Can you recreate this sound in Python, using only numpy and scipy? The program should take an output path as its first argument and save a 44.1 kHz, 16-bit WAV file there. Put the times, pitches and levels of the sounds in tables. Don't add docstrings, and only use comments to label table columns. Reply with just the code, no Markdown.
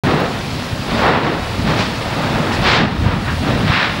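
import sys
import numpy as np
from scipy import signal
from scipy.fft import rfft, irfft, next_fast_len
from scipy.io import wavfile

SR = 44100
rng = np.random.default_rng(int(sys.argv[2]) if len(sys.argv) > 2 else 0)


def generate_wav(sig):
    pcm = np.round(np.clip(np.atleast_2d(sig).T, -1, 1) * 32767).astype(np.int16)
    wavfile.write(sys.argv[1], SR, pcm)


N = 176400
TIME_S = np.arange(N) / SR
EDGES_HZ = 22 * 2 ** (np.arange(20) / 2)
CENTRES_HZ = np.sqrt(EDGES_HZ[1:] * EDGES_HZ[:-1])


def from_db(db):
    return 10 ** (np.asarray(db) / 20)


def unit_rms(x):
    return x / np.sqrt(np.mean(x ** 2) + 1e-20)


def envelope(points):
    return from_db(np.interp(TIME_S, *np.transpose(points)))


def hump(centre_hz, half_width_oct):
    return .5 ** ((np.log2(CENTRES_HZ / centre_hz) / half_width_oct) ** 2)


def lag(x, tau_s):
    pole = np.exp(-1 / (tau_s * SR))
    return signal.lfilter([1 - pole], [1, -pole], x)


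def drift(rate_hz):
    step, warmup = 20, 2000
    pole = np.exp(-2 * np.pi * rate_hz * step / SR)
    noise = rng.standard_normal(N // step + warmup + 2)
    slow = signal.lfilter([1], [1, -2 * pole, pole * pole], noise)[warmup:]
    return np.interp(np.arange(N) / step, np.arange(len(slow)), unit_rms(slow))


def coloured(x, points):
    freq_hz, gain_db = np.transpose(points)
    size = next_fast_len(N + SR // 2)
    bins_hz = np.maximum(np.arange(size // 2 + 1) * SR / size, 1)
    response = from_db(np.interp(np.log(bins_hz), np.log(freq_hz), gain_db))
    return irfft(rfft(x, size) * response, size)[:N]


def turbulence(band_gains, flicker_db):
    out = np.zeros(N)
    for k, gain in enumerate(band_gains):
        bandpass = signal.butter(4, EDGES_HZ[k:k + 2], "band", fs=SR, output="sos")
        band = signal.sosfilt(bandpass, rng.standard_normal(N + SR // 2))[-N:]
        flicker = from_db(flicker_db * drift(rate_hz=22))
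        out += gain * unit_rms(band * flicker)
    return out


def steady_noise(spectrum, flicker_db):
    return coloured(turbulence(np.ones(len(CENTRES_HZ)), flicker_db), spectrum)


def whine(pitch_hz=15666, rms_db=-57):
    return from_db(rms_db) * np.sqrt(2) * np.sin(2 * np.pi * pitch_hz * TIME_S)


# time_s, gain_db
GUST_CURVE = [(0, -4), (0.65, -12), (1.6, 2), (2.2, -8), (2.75, 4), (2.9, 8.5), (3.08, 15), (3.25, 3.5),
              (3.7, 1), (3.8, -13), (4, 0.5)]
# freq_hz, gain_db
BUFFET_COLOUR = [(25, -54), (40, -36), (75, -29.5), (110, -25), (200, -49.5), (500, -75)]
# centre_s, peak_db, pitch_hz
AIR_BUMPS = [(.535, -17, 126), (.592, -15.5, 135), (0.734, -9, 107), (0.804, -14.5, 95), (2.405, -7, 140),
             (2.994, -9, 86), (3.068, 2, 102), (3.703, -2, 110)]


def wind(gain_db=-1.5, bump_sigma_cycles=.42):
    buffet = from_db(gain_db) * envelope(GUST_CURVE) * steady_noise(BUFFET_COLOUR, flicker_db=2)
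    for centre_s, peak_db, pitch_hz in AIR_BUMPS:
        cycles = (TIME_S - centre_s) * pitch_hz
        window = np.exp(-.5 * (cycles / bump_sigma_cycles) ** 2)
        buffet += from_db(peak_db) * window * np.cos(2 * np.pi * cycles)
    return buffet


# freq_hz, gain_db
SPATTER_COLOUR = [(200, -46.5), (600, -33.5), (1500, -35.5), (3000, -35.5), (4500, -35.5), (6500, -44.5),
                  (9000, -48), (11500, -50.5), (15000, -58)]


def spatter(ticks_per_s=2200, tick_spread_db=3.4, tick_gain_db=1.5):
    sizes = from_db(tick_spread_db * np.minimum(rng.exponential(1, N), 5))
    signs = rng.choice([-1, 1], N)
    landings = rng.random(N) < ticks_per_s / SR
    ticks = coloured(unit_rms(sizes * signs * landings), SPATTER_COLOUR)
    hiss = steady_noise(SPATTER_COLOUR, flicker_db=1)
    return hiss + from_db(tick_gain_db) * ticks


# centre_s, level_db, width_s, pitch_hz
LANDINGS = [(.205, -40, .003, 11000), (1.81, -42, .02, 5000), (2.54, -32, 0.014, 4500)]


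def splashes(half_width_oct=.47):
    power = np.zeros((len(CENTRES_HZ), N))
    for centre_s, level_db, width_s, pitch_hz in LANDINGS:
        puff = from_db(level_db) ** 2 * np.exp(-((TIME_S - centre_s) / width_s) ** 2)
        power += np.outer(hump(pitch_hz, half_width_oct), puff)
    return turbulence(np.sqrt(power), flicker_db=1)


# time_s, gain_db
RUMBLE_CURVE = [(.04, 4.5), (.15, 4), (.28, -4), (.75, -8), (1.0, -1.5), (1.12, 2.5), (1.28, 2.5),
                (1.47, -13.5), (1.67, 3), (1.82, -2), (1.95, -10.5), (2.4, .5), (2.58, -3.5), (2.76, 5),
                (2.85, 13.5), (2.96, 0.5), (3.08, 7), (3.36, -6), (3.47, 0.5), (3.7, 2), (3.77, -1),
                (4.0, -2)]
# freq_hz, gain_db
RUMBLE_COLOUR = [(25, -58.3), (60, -39), (105, -26), (170, -22), (260, -23.5), (400, -35.5), (800, -45.5),
                 (2000, -80.4)]


def rumble(gain_db=-.5):
    return from_db(gain_db) * envelope(RUMBLE_CURVE) * steady_noise(RUMBLE_COLOUR, flicker_db=1.5)


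# start_s, rise_s, hold_s, fall_tau_s, gain_db, centre_hz, half_width_oct
GAS_BURSTS = [ (0, .10, .13, 0.086, -20, 650, 1.4), (0.851, .06, 0.12, 0.4, -27, 646, 2),
              (0.973, 0.12, .07, 0.13, -13.8, 990, 1.0), (1.195, 0.088, 0.033, 0.044, -20, 680, 1.4),
              (1.631, 0.055, .04, 0.17, -24.5, 970, 1.6), (1.746, 0.064, 0.025, 0.037, -23.5, 2330, 1.4),
              (1.864, 0.41, 0.27, 0.26, -26.5, 970, 1.17), (2.6, 0.14, 0.018, 0.086, -12, 1810, 1.14),
              (2.736, 0.061, .06, 0.065, -13.5, 950, 1.14), (2.989, 0.092, 0.031, 0.084, -20, 1150, 1.05),
              (3.214, 0.081, 0.013, 0.036, -23.5, 1524, 0.46), (3.399, 0.085, .04, 0.48, -26, 820, 1.47),
              (3.638, 0.12, 0.081, 0.072, -15, 1820, 0.78)]
# freq_hz, gain_db
VENT_COLOUR = [(100, 1.86), (2500, -1.8), (4400, 0.0), (5300, -5.5), (6500, -12), (9000, -19), (15000, -37)]


def gas_bursts(shudder_db=1.04, shudder_hz=134):
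    power = np.zeros((len(CENTRES_HZ), N))
    for start_s, rise_s, hold_s, fall_tau_s, gain_db, centre_hz, half_width_oct in GAS_BURSTS:
        age_s = TIME_S - start_s
        rise = np.clip(age_s / rise_s, 0, 1)
        fall = np.exp(-np.maximum(age_s - rise_s - hold_s, 0) / fall_tau_s)
        power += np.outer(hump(centre_hz, half_width_oct), (from_db(gain_db) * rise * fall) ** 2)
    shudder = unit_rms(from_db(shudder_db * drift(shudder_hz)))
    jet = turbulence(np.sqrt(power), flicker_db=.22)
    return shudder * coloured(jet, VENT_COLOUR)


def gain_control(x, threshold_db=-15, cut_db_per_db=1.156):
    level_db = 10 * np.log10(lag(x ** 2, tau_s=.002) + 1e-12)
    excess_db = np.maximum(level_db - threshold_db, 0)
    cut_db = lag(cut_db_per_db * excess_db, tau_s=.073)
    return x * from_db(-cut_db)


def scene():
    return (gas_bursts() + rumble() + spatter() + splashes() + wind())[None]


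def record(dry, start_s=.036, cutoff_hz=15750):
    heard = (dry + whine()) * (TIME_S >= start_s)
    clipped = np.clip(gain_control(heard), -1, 1)
    lowpass = signal.ellip(12, .1, 80, cutoff_hz, fs=SR, output="sos")
    return signal.sosfilt(lowpass, clipped)


dry = scene()
out = record(dry)
generate_wav(out)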